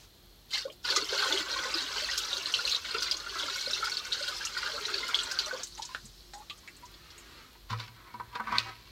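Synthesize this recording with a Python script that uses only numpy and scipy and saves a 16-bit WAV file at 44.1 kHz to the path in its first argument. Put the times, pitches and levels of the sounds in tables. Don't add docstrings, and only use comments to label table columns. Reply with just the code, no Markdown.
import sys
import numpy as np
from scipy import signal
from scipy.fft import rfft, irfft, next_fast_len
from scipy.io import wavfile
from scipy.ndimage import uniform_filter1d

SR = 44100
rng = np.random.default_rng(int(sys.argv[2]) if len(sys.argv) > 2 else 0)


def file_out(sig):
    cols = np.atleast_2d(sig).T
    lim = np.clip(cols, -1, 1)
    pcm = np.round(lim * 32767).astype(np.int16)
    wavfile.write(sys.argv[1], SR, pcm)


def to_linear_factor(level_db):
    exponent = np.asarray(level_db, float) / 20
    return 10 ** exponent


N = 392921
LOW_HZ, TOP_HZ = 41, 15830
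POUR_END_S = 5.7


def unit(x):
    return x / np.sqrt(np.mean(x ** 2) + 1e-20)


def along(points, hz):
    f, v = np.transpose(points)
    return np.interp(np.log(hz + 1), np.log(f + 1), v)


def filtered(x, response):
    m = next_fast_len(N + 8192)
    return irfft(rfft(x, m) * response(np.fft.rfftfreq(m, 1 / SR)), m)[:N]


def band(low_hz, high_hz):
    return lambda f: 1 / (1 + (low_hz / (f + 1)) ** 8) / (1 + (f / high_hz) ** 8)


def noise_through(response):
    return unit(filtered(rng.standard_normal(N), response))


def hiss(spectrum):
    return noise_through(lambda hz: to_linear_factor(along(spectrum, hz)))


def swells(rows, share):
    t = np.arange(0, N, 20) / SR
    gain = np.zeros(len(t))
    for s, db, extra_db, rise_s, fall_s in rows:
        away = np.where(t < s, (s - t) / rise_s, (t - s) / fall_s)
        gain += to_linear_factor(db + share * extra_db - 60 * away)
    return np.repeat(gain, 20)[:N]


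def bubbles(s, gain, hz, cycles, rise, size, hold=1, onset=1.0, late=1):
    t = np.arange(size) / SR
    age = t * (hz / np.maximum(cycles, 1))[:, None]
    turns = hz[:, None] * t * (1 + rise * np.minimum(age, 1) ** late)
    envelope = gain[:, None] * to_linear_factor(-60 * age ** hold) * (1 - np.exp(-turns / onset))
    wave = envelope * np.sin(2 * np.pi * turns)
    at = np.round(s * SR).astype(int)[:, None] + np.arange(size)
    return np.bincount(at.ravel(), wave.ravel(), N + size)[:N]


# f/Hz, width/Hz, level/dB
AIR_MODES = [(320, 43, 1), (410, 75, 4), (560, 80, 4.5), (1020, 140, 0.5), (1470, 150, 7.5), (2160, 160, 4),
             (2720, 140, 2), (3290, 170, 1), (4200, 140, 3)]


def air(f):
    return sum(db / (1 + (2 * (f - hz) / width_hz) ** 2) for hz, width_hz, db in AIR_MODES)


# f/Hz, density/dB per Hz
WATER_COLOUR = [(120, -61), (200, -7.5), (305, -11.5), (372, -7), (567, -8.5), (760, -11), (1490, -7),
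                (1860, -11.5), (2400, -7.5), (3050, -8), (4480, -4.5), (10400, -31), (11800, -29.5),
                (15800, -33.5)]


def stream():
    classes = [
        swarm(228.4, 823, cycles=13.0, scatter_db=2.5, wash=0.94, count=1100, size=2200),
        swarm(768.5, 2485, cycles=22.7, scatter_db=3.0, wash=0.72, count=2600, size=1200),
        swarm(2420, 7660, cycles=20.5, scatter_db=4.0, wash=0.54, count=8000, size=360),
        swarm(5350, TOP_HZ, cycles=13, scatter_db=4.5, wash=1.03, count=9000, size=70)]
    surges = [
        surge(BIG + GURGLES, db=-22.0, t60=0.27),
        surge(MIDDLE + CHIRPS, db=-19.5, t60=0.076),
        surge(SMALL, db=-21.5, t60=0.11) + surge(FINE, db=-15.5, t60=0.076),
        surge(SMALL, db=-39.0, t60=0.14) + surge(SPECKS, db=-20.5, t60=0.09)]
    colour = lambda f: to_linear_factor(along(WATER_COLOUR, f) + air(f))
    out = np.zeros(N)
    for gain, more, x in zip(flow(), surges, classes):
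        out += (gain + more) * unit(filtered(x, colour))
    return out


def swarm(low_hz, high_hz, cycles, scatter_db, wash, count, size):
    u = rng.random((count, 4))
    hz = low_hz * (high_hz / low_hz) ** u[:, 1]
    gain = to_linear_factor(-scatter_db * np.log(1 - .98 * u[:, 2])) * hz / low_hz
    ring_cycles = cycles * (0.25 + 1.85 * u[:, 3])
    many = bubbles(u[:, 0] * POUR_END_S, gain, hz, ring_cycles, rise=0.18, size=size)
    pass_band = band(low_hz, high_hz)
    return unit(filtered(many, pass_band)) + wash * noise_through(pass_band)


def surge(rows, db, t60):
    s, peak_db, _ = np.transpose(rows)
    kicks = np.bincount(np.round(s * SR).astype(int), to_linear_factor(peak_db + db), N)
    t = np.arange(SR // 4) / SR
    return signal.fftconvolve(kicks, to_linear_factor(-60 * t / t60) * (1 - np.exp(-t / 0.0005)))[:N]


# t/s, flow/dB, plunge/dB (deeper entry favours large bubbles)
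FLOW = [(0.83, -55, -21), (0.853, -33, -4.5), (0.962, -34, -4.5), (1.264, -31.5, 0), (1.5, -36, 2.5),
        (1.8, -35, 0), (2.2, -35.5, -5.5), (2.4, -39, 0), (2.734, -34.5, -6.5), (2.97, -39.5, 2),
        (3.4, -35.5, -1), (3.55, -35.5, -8), (3.99, -39.5, 0), (4.29, -37, -8), (4.68, -38, -1),
        (5.18, -39.5, 2.5), (5.61, -44, 4.5), (5.68, -60, -14)]
# t/s, depth/dB, half width/s
LULLS = [(1.05, 8, 0.052), (1.45, 5.5, 0.032), (1.88, 3, 0.043), (2.81, 7, 0.043), (3.24, 6, 0.12),
         (4.02, 4, 0.096), (4.5, 3, 0.072)]
# peak t/s, flow/dB, plunge/dB, rise/s per 60 dB, fall/s per 60 dB
SLOPS = [
    (0.537, -30, -13, 0.092, 0.3),
    (0.577, -36, -10, 0.03, 0.2),
]
# level over flow/dB, share of plunge/1
SIZES = [
    (-15.5, 0.97),
    (-4.5, 0.65),
    (-1, 0.024),
    (-10.5, 0.014),
]


def flow():
    t = np.arange(N) / SR
    s, flow_db, plunge_db = np.transpose(FLOW)
    lull_db = sum(db * np.exp(-((t - at) / half_s) ** 2) for at, db, half_s in LULLS)
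    level_db = np.interp(t, s, flow_db, -120, -120) - lull_db
    plunge_db = np.interp(t, s, plunge_db)
    return [to_linear_factor(db) * (to_linear_factor(level_db + share * plunge_db) + swells(SLOPS, share)) for db, share in SIZES]


# t/s, peak level/dB, f/Hz
GLUGS = [(0.97, -31.5, 366), (1.021, -33, 309), (1.3, -36, 318), (1.404, -31.5, 300), (1.746, -33, 326)]
BIG = [(0.651, -27, 521), (0.905, -32, 488), (0.967, -31, 447), (1.011, -36, 405), (1.123, -25, 512),
       (1.325, -29, 357), (1.958, -35, 880), (2.946, -32.5, 418), (3.433, -33, 566), (3.672, -28.5, 524),
       (4.207, -34.5, 570), (4.686, -38, 570), (5.466, -34, 570), (5.527, -25.5, 490)]
GURGLES = [(1.25, -38, 415), (1.485, -38, 498), (1.674, -40, 493), (2.019, -31, 560), (2.325, -40, 547),
           (2.355, -39, 519), (2.558, -38, 555), (2.644, -39.5, 543), (2.739, -39, 568), (3.112, -41, 581),
           (3.795, -39, 563), (4.293, -37.5, 622), (4.74, -33, 550), (4.948, -37, 540)]
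MIDDLE = [(0.5308, -28, 2050), (0.9244, -20.5, 1487), (0.9623, -17.5, 1195), (1.2258, -18, 1500),
          (1.245, -20.5, 1030), (1.3065, -21.5, 1470), (1.56, -24.5, 1054), (1.5864, -24, 1500),
          (2.088, -21, 1900), (2.5896, -23, 1434), (2.9463, -22, 1335), (3.0205, -23, 1443),
          (3.3556, -22, 1280), (3.482, -24, 1340), (3.553, -27.5, 1460), (3.706, -25.5, 1470),
          (3.8263, -18, 1326), (3.8697, -22.5, 1375), (4.0478, -28, 1457), (4.278, -28, 1460),
          (4.408, -26.5, 1640), (4.5665, -21.5, 1420), (4.628, -20.5, 1434), (4.6631, -17, 1440),
          (4.7796, -24, 1345), (4.8826, -23, 1490), (4.9418, -23, 1640), (5.0866, -23, 1420),
          (5.1354, -20.5, 2100), (5.5094, -18.5, 1493)]
CHIRPS = [(0.5551, -33, 1670), (0.8719, -30.5, 1515), (0.8872, -26, 1680), (1.1056, -31, 1380),
          (1.1463, -33, 1450), (1.1752, -28, 1500), (1.1892, -26, 1500), (1.3987, -31, 1510),
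          (1.467, -30, 1500), (1.535, -28, 1450), (1.6287, -30, 1460), (1.645, -30, 1460),
          (1.7554, -35, 1560), (1.909, -33, 1640), (1.961, -28, 1530), (2.13, -29, 1500),
          (2.4947, -34, 1340), (2.845, -32.5, 1420), (3.2625, -30.5, 1434), (3.4, -27, 1463),
          (3.9185, -34, 1450), (4.168, -35, 1510), (4.2372, -30, 1410), (4.2921, -31, 1460),
          (4.4523, -32.5, 1300), (5.0629, -37, 1380), (5.312, -29, 1550), (5.3662, -33, 1530)]
PINGS = [(0.5736, -27, 1960), (0.8469, -27, 2830), (1.2026, -26, 2820), (1.3094, -28.5, 1900),
         (1.3603, -28, 2050), (1.6361, -27, 1950), (1.7713, -32, 2670), (2.0377, -32, 1970),
         (2.3979, -29, 2750), (2.4139, -25.5, 2750), (2.5695, -23, 2650), (2.8519, -28.5, 2150),
         (2.9417, -29, 2720), (3.0809, -27, 2090), (3.5762, -28, 2160), (0.701, -32, 3050),
         (0.699, -40, 2380), (0.55, -26, 3000), (0.678, -40, 1080), (4.4702, -24, 2800),
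         (4.6283, -28, 1980), (4.9391, -29, 2550), (5.0289, -27.5, 2030), (5.1122, -30, 2130)]
SMALL = [(0.9019, -9, 4430), (0.9608, -14, 5960), (1.1209, -25, 3640), (1.1916, -14, 4400),
         (1.325, -11, 3420), (1.3744, -14.5, 3140), (1.741, -14.5, 4870), (1.9813, -17.5, 3010),
         (2.178, -18, 4840), (2.3298, -13.5, 3670), (2.3692, -16, 4190), (2.4583, -15.5, 4110),
         (2.5395, -9, 2990), (2.652, -12.5, 4100), (2.6763, -16, 2720), (2.7478, -11.5, 3770),
         (3.0243, -16, 4700), (3.1123, -9, 4660), (3.385, -15, 4250), (3.733, -12.5, 3770),
         (3.857, -16.5, 4780), (3.9186, -16, 4400), (3.9698, -12.5, 4440), (4.1236, -11.5, 3790),
         (4.2262, -18.5, 4300), (4.8531, -14.5, 3910), (4.9417, -15, 4350), (5.1443, -7, 3290),
         (5.1893, -14.5, 3300), (5.3886, -7, 4470), (5.3895, -20.5, 4730)]
FINE = [(0.5367, -24, 4280), (0.85, -27, 3000), (0.953, -23, 4140), (1.0136, -24.5, 4270),
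        (1.0893, -26, 3050), (1.5089, -24, 4700), (1.7835, -23, 4200), (1.8252, -25, 4430),
        (1.9599, -30, 3170), (2.112, -19, 4200), (2.3126, -25, 3740), (2.5885, -22, 4100),
        (2.7147, -20, 3880), (2.8843, -28, 3840), (2.983, -20, 4800), (3.0579, -22, 4540),
        (3.2007, -25.5, 4180), (3.2945, -25, 4400), (3.4989, -21.5, 3770), (3.627, -27, 4200),
        (3.6945, -29, 4240), (4.1198, -19.5, 3680), (0.547, -22, 4100), (4.6244, -29, 3960),
        (4.6608, -20, 4200), (4.98, -20, 4460), (5.3127, -32, 4080), (5.438, -27, 4070),
        (5.6707, -38, 3920), (5.724, -36, 4270)]
SPECKS = [(1.045, -23, 5200), (1.2927, -27, 5950), (2.019, -31, 5640), (2.247, -27, 5450),
          (2.4232, -28, 5450), (2.523, -28, 5770), (2.6971, -23, 6040), (3.008, -26, 5840),
          (3.17, -24, 6300), (3.5586, -26, 5500), (3.61, -26, 5670), (3.7098, -19.5, 5200),
          (3.8974, -21, 5430), (4.05, -26, 5400), (4.365, -25, 5030), (4.4506, -28, 4900),
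          (5.2098, -31, 5650), (5.2343, -22, 7500), (5.4603, -23, 5660)]
TICKS = [(5.7513, -28, 5800), (6.2073, -34, 4080), (6.5894, -39, 6100), (6.755, -34, 4280)]


def pops():
    kinds = [  # rows, samples, dB, cycles to die, pitch rise, onset in cycles
        (GLUGS, 7000, -0.5, 30, .1, 1.9), (BIG, 5000, -2.5, 52, .25, 1.9),
        (GURGLES, 4000, -1.5, 30, .15, 1.9), (MIDDLE, 2500, -4, 55, .06, 2.5),
        (CHIRPS + PINGS, 1600, -0.5, 45, .06, 2.5), (SMALL, 1200, 1.5, 40, .08, 3.5),
        (FINE, 800, 3, 40, .08, 3.5), (SPECKS, 500, 3, 35, .1, 2.5), (TICKS, 1200, 0.5, 25, .1, 1.9)]
    out = np.zeros(N)
    for rows, size, db, cycles, rise, onset in kinds:
        s, peak_db, hz = np.transpose(rows)
        out += bubbles(s, to_linear_factor(peak_db + db), hz, cycles + 0 * hz, rise, size=size, hold=0.85, onset=onset)
    wobble = uniform_filter1d(uniform_filter1d(rng.standard_normal(N), 200), 200)
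    return out * to_linear_factor(1.2 * unit(wobble) - 0.2)


# t/s, peak level/dB, centre f/Hz, spray level/dB
SPLASHES = [(0.5061, -30.5, 4000, -59), (0.72, -40, 4200, -64), (0.9615, -10.5, 5700, -49),
            (1.3985, -20, 3250, -53), (2.1768, -16, 5500, -43.5), (2.7116, -26, 3900, -51),
            (2.849, -22.5, 3630, -68), (2.944, -24.5, 2800, -64), (3.023, -15, 4900, -48),
            (3.111, -19, 4750, -51), (3.842, -19, 4510, -49), (4.278, -18.5, 3950, -52),
            (4.451, -17, 6200, -51), (4.5743, -19.5, 4250, -54), (5.078, -21, 4530, -50),
            (5.313, -18, 5100, -50), (5.6328, -19.5, 6200, -54), (5.669, -36, 7600, -60),
            (5.975, -38, 1400, -80), (6.38, -44, 8000, -70), (6.575, -44, 8200, -70),
            (6.765, -42, 7900, -75), (6.91, -50, 13800, -80), (5.776, -31, 3950, -54.5),
            (5.8212, -20.5, 4540, -53), (5.851, -24.5, 6100, -68), (5.947, -35, 4040, -76),
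            (6.054, -34.5, 7140, -59), (6.335, -33, 4700, -56), (6.4981, -21, 3430, -61.5),
            (6.677, -32.5, 2190, -64), (6.855, -38.5, 6060, -74), (6.941, -38, 4140, -81),
            (7.1036, -36.5, 4520, -70), (7.1786, -42, 2340, -55)]


def splashes():
    soft_db_per_khz = -2
    out, t = np.zeros(N), np.arange(2048) / SR
    f = np.fft.rfftfreq(len(t), 1 / SR)
    for s, peak_db, hz, spray_db in SPLASHES:
        z = rfft(rng.standard_normal((2, len(t))))
        puff = unit(irfft(z[0] / (1 + ((f - hz) / (0.28 * hz)) ** 4)))
        colour_db = along(WATER_COLOUR, f) + soft_db_per_khz * f / 1000 * (s > POUR_END_S)
        spray = unit(irfft(z[1] * (f > 6500) * to_linear_factor(colour_db)))
        burst = to_linear_factor(peak_db - 13.5 - 60 * t / 0.072) * puff
        burst += to_linear_factor(spray_db + 7.5 - 60 * t / 0.1) * spray * (1 - np.exp(-t / 0.0015))
        out[round(s * SR):][:len(t)] += burst * (1 - np.exp(-t / 0.000087))
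    return out


# t/s, peak level/dB, f/Hz, decay/cycles
DRIPS = [(5.78, -45, 880, 50), (5.83, -55, 960, 60), (5.89, -53, 1020, 97), (5.918, -52, 1600, 40),
         (5.948, -30, 1560, 11), (6.336, -43.5, 815, 110), (6.421, -54, 1200, 19), (6.504, -55, 1173, 83),
         (6.632, -63, 1054, 58), (6.676, -43, 2150, 32), (6.826, -52.5, 968, 56), (7.553, -53, 970, 15)]


def drips():
    s, peak_db, hz, cycles = np.transpose(DRIPS)
    tremble = to_linear_factor(3.8 * unit(uniform_filter1d(rng.standard_normal(N), 300)))
    tick = bubbles(s, to_linear_factor(peak_db + 14.0), 1.77 * hz, 3.6 + 0 * hz, rise=.3, size=200, onset=0.32)
    ring = bubbles(s, to_linear_factor(peak_db - 0.5), hz, cycles, rise=0.1, size=6000, hold=2.13, late=2.64)
    return tick + tremble * ring


# f/Hz, density/dB per Hz
AFTER_COLOUR = [(120, -35), (200, -3), (316, -3), (346, -1), (746, -24), (1120, -8.5), (3460, -8.5),
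                (4310, -4.5), (15800, -38)]
# peak t/s, level/dB, low rustle/dB, rise/s per 60 dB, fall/s per 60 dB
RUSTLES = [
    (5.962, -54.5, -27, 1.2, 0.15),
    (6.07, -75, 12, 0.41, 0),
    (7.392, -54.5, -7.5, 4.3, 1),
]


def settling():
    foam_db, foam_fade_db_per_s, rustle_top_db = -52.5, 11.5, -5
    since_s = np.arange(N) / SR - POUR_END_S
    foam = to_linear_factor(foam_db - foam_fade_db_per_s * since_s) * (since_s > -.1)
    rustle, low = swells(RUSTLES, 0), swells(RUSTLES, 0.85)
    noise = hiss(AFTER_COLOUR)
    part = lambda low_hz, high_hz: unit(filtered(noise, band(low_hz, high_hz)))
    treble = (foam + to_linear_factor(rustle_top_db) * rustle) * part(3550, 16000)
    return rustle * part(620, 3400) + low * part(190, 1300) + treble


# t/s, peak level/dB, click/dB, thud of low modes/dB, edge of high modes/dB
KNOCKS = [(7.706, -32, -52, -2, -1), (7.728, -24.5, -39, -3, -2), (7.786, -48, -44, 0, 14),
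          (7.801, -48, -43, 0, 20), (7.879, -46, -47, 5, 13), (7.962, -52, -56, -6, 10),
          (8.074, -44, -53, -3, 0), (8.14, -34.5, -52, 5, 0), (8.198, -27, -60, 0, -1),
          (8.329, -42, -54, -6, -4), (8.354, -34, -37, 8, 10), (8.397, -23.5, -57, -2.5, 0.5),
          (8.471, -24.5, -47, -6, 1), (8.492, -32, -50, -6, 0), (8.522, -21, -40, -3, 2),
          (8.537, -28, -44, -8, 0), (8.554, -34, -47, -2, 19), (8.583, -32, -21, -3, 11),
          (8.659, -38.5, -57, 0, 1), (8.689, -44, -53, -7, 0)]
# f/Hz, level/dB, t60/s
WALL = [(222, -9.5, 0.16), (485, -10, 0.12), (785, -12, 0.17), (977, 7, 0.085), (1052, 5.5, 0.042),
        (1150, 2.5, 0.065), (1280, -5, 0.097), (1532, -3, 0.085), (1990, -3, 0.036), (2216, -6, 0.054),
        (2780, -25, 0.1), (3430, -17, 0.044), (4400, -18, 0.039), (5240, -20, 0.032)]
# f/Hz, density/dB per Hz
RUB_COLOUR = [(120, -27), (200, -19), (328, -13.5), (477, -20.5), (725, -15), (889, -19), (969, -3),
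              (1040, -4.5), (2600, -13), (3380, -64), (5720, -120)]
BRIGHT_COLOUR = [(1350, -16), (2300, -2), (3500, -2.5), (4310, 0), (7000, -17.5), (11900, -36),
                 (15800, -32)]
# peak t/s, level/dB, brightness/dB, rise/s per 60 dB, fall/s per 60 dB
STROKES = [(7.705, -34.5, -2.5, 0.04, 0.23), (7.8, -48.5, 7, 0.074, 0.35), (8.005, -55, -12, 0.39, 0.7),
           (8.08, -57, -10, 0.26, 2), (8.36, -39, -5, 0.086, 0.1), (8.56, -31.5, -13.5, 0.44, 0.08),
           (8.59, -42.5, 8, 0.21, 0.37), (8.68, -35.5, -15, 0.096, 0.14), (8.85, -62.5, 7.5, 1.9, 16)]


def bucket():
    thud_hz, edge_hz, rub_ring_db = 900, 1400, -6.5
    out, t = np.zeros(N + SR), np.arange(SR // 4) / SR
    click = hiss(BRIGHT_COLOUR)
    soft = 1 - np.exp(-t / .0015)
    hz, db, t60 = np.transpose(WALL)[..., None]
    modes = to_linear_factor(db - 60 * t / t60) * np.sin(2 * np.pi * hz * t)
    for s, peak_db, click_db, thud_db, edge_db in KNOCKS:
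        mode_db = thud_db * (hz < thud_hz) + edge_db * (hz > edge_hz) + rng.normal(0, 1.3, hz.shape)
        struck = to_linear_factor(mode_db) * rng.choice([-1, 1], hz.shape)
        at = round(s * SR)
        out[at:][:len(t)] += to_linear_factor(peak_db - 11.5) * (struck * modes).sum(axis=0) * soft
        out[at:][:len(t)] += to_linear_factor(click_db - 0.5 - 60 * t / 0.028) * click[at - len(t):at]
    rub, bright = swells(STROKES, 0), swells(STROKES, 1)
    grit = to_linear_factor(3.2 * unit(uniform_filter1d(rng.standard_normal(N), 100)))

    def ringing(f):
        return 1 + to_linear_factor(rub_ring_db) * (1 / (1 + ((f - hz[3:]) * t60[3:] / 1.1) ** 2)).sum(axis=0)

    scrape = grit * bright * click[::-1]
    rubbed = filtered(grit * rub * hiss(RUB_COLOUR), ringing)
    return out[:N] + to_linear_factor(-6.5) * scrape + to_linear_factor(-6.5) * rubbed


# t/s, level/dB, f/Hz, decay/cycles
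BOOMS = [(6.028, -53.5, 128, 25), (6.04, -48.5, 210, 10), (7.704, -32.5, 111.7, 29), (7.712, -43, 217, 20),
         (7.724, -46, 490, 45), (7.79, -44, 110, 11), (7.87, -52.5, 116, 36), (8.119, -54.5, 115.8, 80),
         (8.531, -46, 114, 50), (8.655, -52, 780, 110), (8.584, -6.5, 4330, 8.6)]


def drum():
    s, db, hz, cycles = np.transpose(BOOMS)
    return bubbles(s, to_linear_factor(db), hz, cycles, rise=0, size=SR // 2, hold=2.32, onset=0.77)


# f/Hz, t60/s
BOX_T60 = [(300, 0.08), (1500, 0.074), (5000, 0.044), (14000, 0.026)]


def box(x, wet_db, modes):
    step = SR // 10
    parts = np.pad(x, (0, -N % step)).reshape(-1, step)
    hz, t, z = signal.stft(rng.standard_normal(parts.shape), SR, nperseg=128)
    decay = to_linear_factor(-60 * t / along(BOX_T60, hz)[:, None])
    tails = signal.istft(z * decay, SR, nperseg=128)[1][:, :step]
    tails = tails / np.linalg.norm(tails, axis=1, keepdims=True)
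    wet = signal.fftconvolve(parts, tails, axes=1)
    head = np.pad(wet[:, :step].ravel(), (0, step))
    overhang = np.pad(wet[:, step:], ((0, 0), (0, 1))).ravel()
    joined = head + np.pad(overhang, (step, 0))
    delayed = np.pad(joined, (90, 0))[:N]
    return x + to_linear_factor(wet_db) * filtered(delayed, lambda f: to_linear_factor(modes * air(f)))


# f/Hz, density/dB per Hz
QUIET_COLOUR = [(15, -29), (25, -1), (55, -3), (116, -11), (316, -19), (382, -18.5), (572, -23),
                (2590, -29), (3390, -21), (3750, -23), (4200, -18), (4800, -26.5), (9990, -36.5),
                (11400, -31.5), (13100, -31.5), (15800, -34.5)]
# f/Hz, width/Hz, level/dB
HUM = [
    (46, 4.1, -63),
    (350.5, 5.8, -71),
]


def room():
    quiet_db = -56
    out = to_linear_factor(quiet_db - 1.0) * hiss(QUIET_COLOUR)
    for hz, width_hz, db in HUM:
        out += to_linear_factor(db) * noise_through(lambda f: 1 / (1 + (2 * (f - hz) / width_hz) ** 2))
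    fade = 1 + np.exp(np.minimum((np.arange(N) / SR - .06) / 0.006, 50))
    return out + to_linear_factor(-58.0) / fade * hiss([(300, -1), (1000, -2), (6000, 2), (12000, -18)])


def ticking(rate_hz, start_s, db, low_hz, high_hz):
    k = np.arange(int((N / SR - start_s) * rate_hz))
    at = np.round((start_s + k / rate_hz) * SR).astype(int)
    gate = np.bincount(at, to_linear_factor(db(k) + 2.5 * rng.standard_normal(len(k))), N)
    gate = signal.fftconvolve(gate, signal.windows.hann(110))[:N]
    pass_band = band(low_hz, high_hz)
    return filtered(gate * noise_through(pass_band), pass_band)


def crackle():
    tick_db, weak_db, beacon_db = -59, -6, -61
    frame = ticking(59.936, .0087, lambda k: tick_db + weak_db * (k % 3 > 0), low_hz=10600, high_hz=13400)
    beacon = ticking(9.759, .0494, lambda k: beacon_db + 0 * k, low_hz=8500, high_hz=15500)
    return frame + beacon


def scene():
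    water = to_linear_factor(-5) * stream() + to_linear_factor(-4.5) * settling() + to_linear_factor(3.0) * (pops() + drips()) + splashes()
    boxed = box(water, wet_db=-2.5, modes=0.23) + box(bucket(), wet_db=-5.0, modes=0)
    return (boxed + drum() + room() + crackle())[None]


def roll_off(x):
    return signal.sosfilt(signal.butter(12, 16390, fs=SR, output="sos"), x)


def record(dry):
    mix = filtered(dry[0], lambda f: (f < TOP_HZ) / (1 + (LOW_HZ / (f + 1)) ** 12))
    return roll_off(mix[None])


dry = scene()
out = record(dry)
file_out(out)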